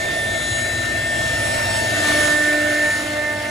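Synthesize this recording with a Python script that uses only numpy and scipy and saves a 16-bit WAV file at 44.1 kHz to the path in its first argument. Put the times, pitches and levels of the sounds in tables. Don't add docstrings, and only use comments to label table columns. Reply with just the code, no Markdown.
import sys
import numpy as np
from scipy import signal
from scipy.io import wavfile
from scipy.ndimage import uniform_filter1d

SR = 44100
rng = np.random.default_rng(int(sys.argv[2]) if len(sys.argv) > 2 else 0)


def inscribe(sig):
    pcm = np.round(np.clip(np.atleast_2d(sig).T, -1, 1) * 32767)
    wavfile.write(sys.argv[1], SR, pcm.astype(np.int16))


N = 154350

# frequency in Hz, likeness of the two sides (0-1),
# lead of the left in radians, left minus right in dB.
MICROPHONE_PAIR = [(80, 0.94, -0.2, -1.4), (300, 0.89, -0.2, -1.4), (450, 0.42, -0.2, -0.2),
                   (650, 0.94, -1.1, -0.9), (800, 0.72, -1.6, -0.0), (930, 0.58, -2.6, -1.2),
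                   (1080, 0.15, -2.9, -1.9), (1250, 0.42, 1.0, -6.6), (1550, 0.52, 0.4, -5.8),
                   (1900, 0.73, 0.2, -2.0), (2250, 0.65, -0.0, -1.6), (2700, 0.2, 1.4, 0.6),
                   (3600, 0.52, 0.1, 0.9), (4300, 0.56, 0.2, 1.1), (5200, 0.24, 0.5, 2.6),
                   (6500, 0.82, 0.0, -0.4), (7400, 0.46, -1.2, 0.8), (8400, 0.92, -3.2, 0.1),
                   (9100, 0.52, -4.7, -0.4), (10000, 1.0, -6.3, -0.0), (11100, 0.34, -7.6, -0.1),
                   (12100, 0.95, -9.4, 0.0), (13000, 0.2, -11.6, -0.2), (13800, 0.99, -12.6, -0.0),
                   (15000, 0.14, -14.3, -0.0), (15600, 0.93, -15.7, -0.0)]
# time in seconds, turns per second.
SPINDLE_SPEED = [(0, 299.7), (1.6, 299.75), (2.2, 298.95), (2.7, 299.3), (3.1, 299.15), (3.5, 298.85)]
# frequency in Hz, dB per Hz before any level curve.
HISS_SPECTRUM = [(2500, -77), (3000, -66), (3300, -65.5), (3900, -66), (4400, -69.5), (5000, -70),
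                 (6000, -72), (6400, -73), (7500, -72), (7950, -65.5), (8300, -77.5), (9800, -71.5),
                 (11800, -78.5), (12600, -88), (15600, -85), (17000, -108)]


def amp(db):
    return 10 ** (np.asarray(db) / 20)


def evened(x):
    return x / np.sqrt(np.mean(abs(x) ** 2) + 1e-20)


def curve(points, t=None, axis=1):
    table = np.transpose(points)
    if t is None:
        t = np.arange(N) / SR
    return np.interp(t, table[0], table[axis])


def read(points, hz):
    f, *columns = np.transpose(points)
    return [np.interp(np.log(hz + 1), np.log(f + 1), column) for column in columns]


def drift(rate_hz, count=512):
    f = np.fft.fftfreq(count, N / SR / count)
    chance = rng.standard_normal(count) + 1j * rng.standard_normal(count)
    slow = np.fft.ifft(chance / (1 + (f / rate_hz) ** 2))
    return np.interp(np.linspace(0, count - 1, N), np.arange(count), evened(slow))


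def sides(pan_db):
    gains = np.array([amp(pan_db / 2), amp(-pan_db / 2)])
    return gains / np.sqrt((gains ** 2).mean(0))


def tone(hz, db, waver, rate_hz, place=None):
    if place is None:
        _, lead, balance = read(MICROPHONE_PAIR, np.mean(hz))
    else:
        balance, lead = place
    shared, apart = drift(rate_hz), drift(rate_hz)
    reflections = shared + 0.45 * np.array([apart, -apart])
    pair = (1 + waver * reflections) / np.sqrt(1 + waver ** 2)
    pair[0] *= np.exp(1j * lead)
    turns = np.cumsum(hz * np.ones(N)) / SR + rng.random()
    wave = (pair * np.exp(2j * np.pi * turns)).real
    return np.sqrt(2) * amp(db) * wave * sides(balance).reshape(2, -1)


def spot(usual_db, spots):
    t = np.arange(N) / SR
    loud = sum(amp(db) ** 2 * np.exp(-abs((t - when) / half) ** 3) ** 2 for db, when, half in spots)
    return 10 * np.log10(amp(usual_db) ** 2 + loud)


def wash(spectrum, level, patchy_db, flicker_db, size):
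    overlap = size - size // 4
    white = rng.standard_normal((2, N)) * np.sqrt(SR / 2)
    hz, t, (a, b) = signal.stft(white, SR, nperseg=size, noverlap=overlap)
    same, lead, balance = read(MICROPHONE_PAIR, hz[:, None])
    same = np.clip(same, 0, 1)
    left = a * np.exp(1j * lead)
    right = same * a + np.sqrt(1 - same ** 2) * b
    pair = np.array([left, right]) * sides(balance)
    patches = uniform_filter1d(rng.standard_normal(a.shape), size=5, axis=0)
    patches = evened(uniform_filter1d(patches, size=24, axis=1))
    flicker = evened(uniform_filter1d(rng.standard_normal(len(t)), size=3))
    level_db = read(spectrum, hz[:, None])[0] + curve(level, t)
    pair *= amp(level_db + patchy_db * patches + flicker_db * flicker)
    return signal.istft(pair, nperseg=size, noverlap=overlap)[1][:, :N]


def pump():
    # frequency in Hz, dB before the level curve.
    pump_tones = [(67.5, -45.5), (81, -53.5), (99.8, -39), (104, -43.5), (119, -42.5), (247, -45.5),
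                  (328, -49)]
    # time in seconds, dB added to every pump tone.
    tone_level = [(0, -2.5), (.8, 3.5), (2.1, 0.5), (2.35, -4), (3.5, -4)]
    # frequency in Hz, dB per Hz before the level curve.
    rumble_spectrum = [(8, -102), (25, -85), (45, -81), (68, -51), (90, -53.5), (112, -52.5), (150, -54.5),
                       (200, -107.5)]
    roar_spectrum = [(140, -71), (185, -60), (280, -64.5), (330, -57.5), (450, -64.5), (540, -60),
                     (660, -50), (760, -62.5), (880, -63.5), (1150, -105)]
    # time in seconds, dB added to the spectrum.
    rumble_level = [(0, -5), (.1, 0), (1.1, -3), (1.65, 1), (2.25, -2.5), (2.42, -9), (3.5, -17)]
    roar_level = [(0, 1.5), (0.8, -2), (1.2, 0), (1.9, 1.5), (2.15, 4), (2.5, -0.5), (2.85, -1.8),
                  (3.5, -3)]
    tones = sum(tone(hz, db + curve(tone_level), waver=0.36, rate_hz=6.3) for hz, db in pump_tones)
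    rumble = wash(rumble_spectrum, rumble_level, patchy_db=1.8, flicker_db=1.5, size=2048)
    roar = wash(roar_spectrum, roar_level, patchy_db=1, flicker_db=0.5, size=2048)
    return tones + amp(-3.0) * rumble + roar


def spindle():
    # time in seconds, level in dB, left minus right in dB, lead of the left in radians.
    third_path = [(0, -54, 1.2, -1), (1.05, -48.5, 3, -2), (1.2, -36, 5.5, -3), (1.7, -30.5, -2, -2),
                  (1.85, -31.5, -1.4, -2.0), (1.93, -44, -5, -2.5), (2.05, -33.5, -1, -4),
                  (2.35, -28.5, 0.5, -3), (2.59, -51, 14, -2), (2.74, -54, 7, -3), (2.85, -38, -6.4, -5.5),
                  (3.1, -43.3, -5, -6), (3.35, -37.5, -3, -6), (3.5, -34.5, -2.5, -4.5)]
    fan_path = [(0, -25.8, 1.0, 1.4), (0.1, -24.8, -2.4, 1.1), (0.25, -24.0, -0.0, 1.0),
                (0.42, -25.1, 9.1, 1.1), (0.8, -23.9, 7.3, 0.7), (1.35, -22.9, 1.8, 1.1),
                (1.72, -26.1, 2.8, 1.1), (1.95, -22.3, 5.3, 0.9), (1.985, -24.8, 4.5, 2.4),
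                (2.02, -21.4, 7.8, 0.6), (2.3, -18.1, -7.0, 0.6), (2.44, -18.3, -3.1, 0.1),
                (2.68, -22.2, -2.9, 0.2), (2.86, -17.5, -0.1, -0.4), (2.95, -21.5, -0.4, -0.7),
                (3.06, -33, -0.8, -1.1), (3.11, -28, 1.5, -1.2), (3.15, -30, 1.0, -1.2),
                (3.2, -23.7, -4.4, -0.8), (3.31, -23.2, -3.0, -0.4), (3.39, -31.6, -1.0, -0.6),
                (3.5, -29.8, -2.4, -0.5)]
    # time in seconds, level in dB.
    first_level = [(0, -51), (1.95, -48), (1.99, -33), (2.3, -30), (2.55, -28), (2.85, -32), (2.92, -42),
                   (3.0, -32.5), (3.5, -41)]
    second_level = [(0, -59), (1.5, -43), (2.08, -42), (2.2, -27), (2.45, -28.5), (2.621, -25), (2.87, -27),
                    (2.94, -40), (3.08, -34.5), (3.16, -26), (3.5, -34.5)]
    # multiple of the speed, usual level in dB,
    # dB of the loud spot, its time in seconds, its half length in seconds.
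    overtone_spots = [(4, -59, -37, 2.21, 0.27), (4, -68, -44.5, 3.25, 0.26), (5, -80, -34.5, 2.3, 0.46),
                      (5, -63, -40, 3.1, 1), (7, -46, -36, 2.65, 0.39), (7, -70, -34.5, 3.29, 0.34),
                      (8, -53.5, -42, 1.53, 0.28), (9, -51, -40.5, 1.8, 0.75), (12, -52, -36.5, 0.066, 0.6),
                      (12, -55, -39, 1.73, 0.13), (15, -71, -39, 1.77, 0.15),
                      (18, -54.5, -41.5, 1.43, 0.27), (18, -67, -38, 1.695, .14)]
    blades = 6
    speed = curve(SPINDLE_SPEED)
    sound = np.zeros((2, N))
    for multiple, path in [(blades // 2, third_path), (blades, fan_path)]:
        place = (curve(path, axis=2), curve(path, axis=3))
        sound += tone(multiple * speed, curve(path), waver=0.1, rate_hz=20, place=place)
    for multiple, level in [(1, first_level), (2, second_level)]:
        sound += tone(multiple * speed, curve(level), waver=0.17, rate_hz=14)
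    for multiple, usual_db, *loud_spot in overtone_spots:
        sound += tone(round(multiple) * speed, spot(usual_db, [loud_spot]), waver=0.37, rate_hz=18)
    return sound


def drive():
    # rough frequency in Hz, usual dB before the level curve.
    strong_whistles = [(3367, -49), (3967, -47), (6568, -56), (6735, -47.5), (6901, -56), (7033, -51),
                       (7192, -57), (7334, -58), (7634, -54), (7768, -53), (7934, -43), (8091, -58),
                       (9889, -59), (10099, -58), (10401, -53), (10567, -56), (13937, -63)]
    # the whistle's rough frequency in Hz,
    # dB before the level curve, time in seconds, half length in seconds.
    whistle_spots = [(3367, -41, .3, .25), (3367, -40, 1.15, .27), (3967, -35, .62, .32),
                     (6735, -40, 0, .07), (6735, -34.7, .5, .19), (6735, -40.5, .8, .16),
                     (6735, -38.5, 1.93, .18), (6735, -33, 2.25, .08), (6735, -41, 2.88, .2),
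                     (6901, -47, 1.25, .14), (6901, -49, 2.5, .45), (7033, -45, 1.3, .22),
                     (7033, -39, 2.4, .14), (7192, -48, 1.6, .3), (7634, -47, 1.2, .15),
                     (7634, -44, 1.88, .12), (7634, -43, 2.3, .13), (7768, -41, 2.18, .08),
                     (7934, -41, .05, .1), (7934, -35.5, .5, .27), (7934, -37, 1.17, .25),
                     (7934, -33.5, 1.53, .11), (7934, -29, 1.75, .07), (7934, -38.5, 2.42, .22),
                     (8091, -41, 1.6, .2), (9889, -46, 1.7, .14), (10099, -50, 2.3, .3),
                     (10567, -50, 2.1, .5), (10401, -41.5, .21, .09), (10401, -40, .52, .19),
                     (10401, -38, 1.46, .075), (10401, -43, 1.85, .17), (10401, -36.3, 2.18, .17),
                     (10401, -42.5, 2.48, .1), (10401, -41, 2.94, .15), (13937, -57, 1.6, .4)]
    # time in seconds, dB added to all whistles.
    whistle_level = [(0, .3), (2.98, .3), (3.2, -7), (3.5, -10)]
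    sound = faint_whistles()
    for hz, usual_db in strong_whistles:
        own_spots = [row for pitch, *row in whistle_spots if pitch == hz]
        sound += tone(on_pattern(hz), spot(usual_db, own_spots), waver=0.17, rate_hz=4)
    return sound * amp(curve(whistle_level))


def faint_whistles(count=50):
    lowest_hz, highest_hz = 3006, 15410
    over_hiss_db, fade_db = 2, 8
    out, t = np.zeros((2, N)), np.arange(N) / SR
    for pitch, start in rng.random((count, 2)):
        hz = on_pattern(lowest_hz + pitch * (highest_hz - lowest_hz))
        db = read(HISS_SPECTRUM, hz)[0] + over_hiss_db + fade_db * drift(1.6).real
        phase = 2 * np.pi * (hz * t + start)
        lead = read(MICROPHONE_PAIR, hz)[1]
        out += amp(db) * np.cos([phase + lead, phase])
    return out


def on_pattern(hz):
    pattern_hz = 33.337
    return pattern_hz * np.round(hz / pattern_hz)


def cutting():
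    # frequency in Hz, dB per Hz before the level curve.
    rasp_spectrum = [(800, -83), (1000, -64), (1130, -68.5), (1350, -63.5), (1650, -62), (1880, -58),
                     (2000, -64), (2130, -59.5), (2530, -68.5), (2750, -62.5), (3300, -88)]
    # time in seconds, dB added to the spectrum.
    rasp_level = [(0, -3.5), (1.1, -2), (1.55, 0), (1.95, 1.5), (2.12, 5), (2.22, 3.5), (2.38, 2),
                  (2.95, 0.6), (3.2, -5), (3.5, -4)]
    hiss_level = [(0, -2.5), (1, -2.5), (1.5, 0.7), (1.95, 2), (2.09, 6.5), (2.209, 5.5), (2.36, 2.2),
                  (2.62, 0), (2.95, -0.6), (3.25, -5), (3.5, -5.5)]
    turns = np.cumsum(curve(SPINDLE_SPEED)) / SR
    pulse = 1 + 0.083 * np.cos(2 * np.pi * turns)
    rasp = wash(rasp_spectrum, rasp_level, patchy_db=1.85, flicker_db=1.5, size=1024)
    hiss = wash(HISS_SPECTRUM, hiss_level, patchy_db=1.62, flicker_db=0.7, size=512)
    return pulse * (rasp + hiss)


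def scene():
    return pump() + spindle() + drive() + cutting()


def record(dry):
    edge_hz = 15720
    low_pass = signal.firwin(511, edge_hz, window=("kaiser", 9), fs=SR)
    return signal.oaconvolve(dry, low_pass[None], "same")


dry = scene()
out = record(dry)
inscribe(out)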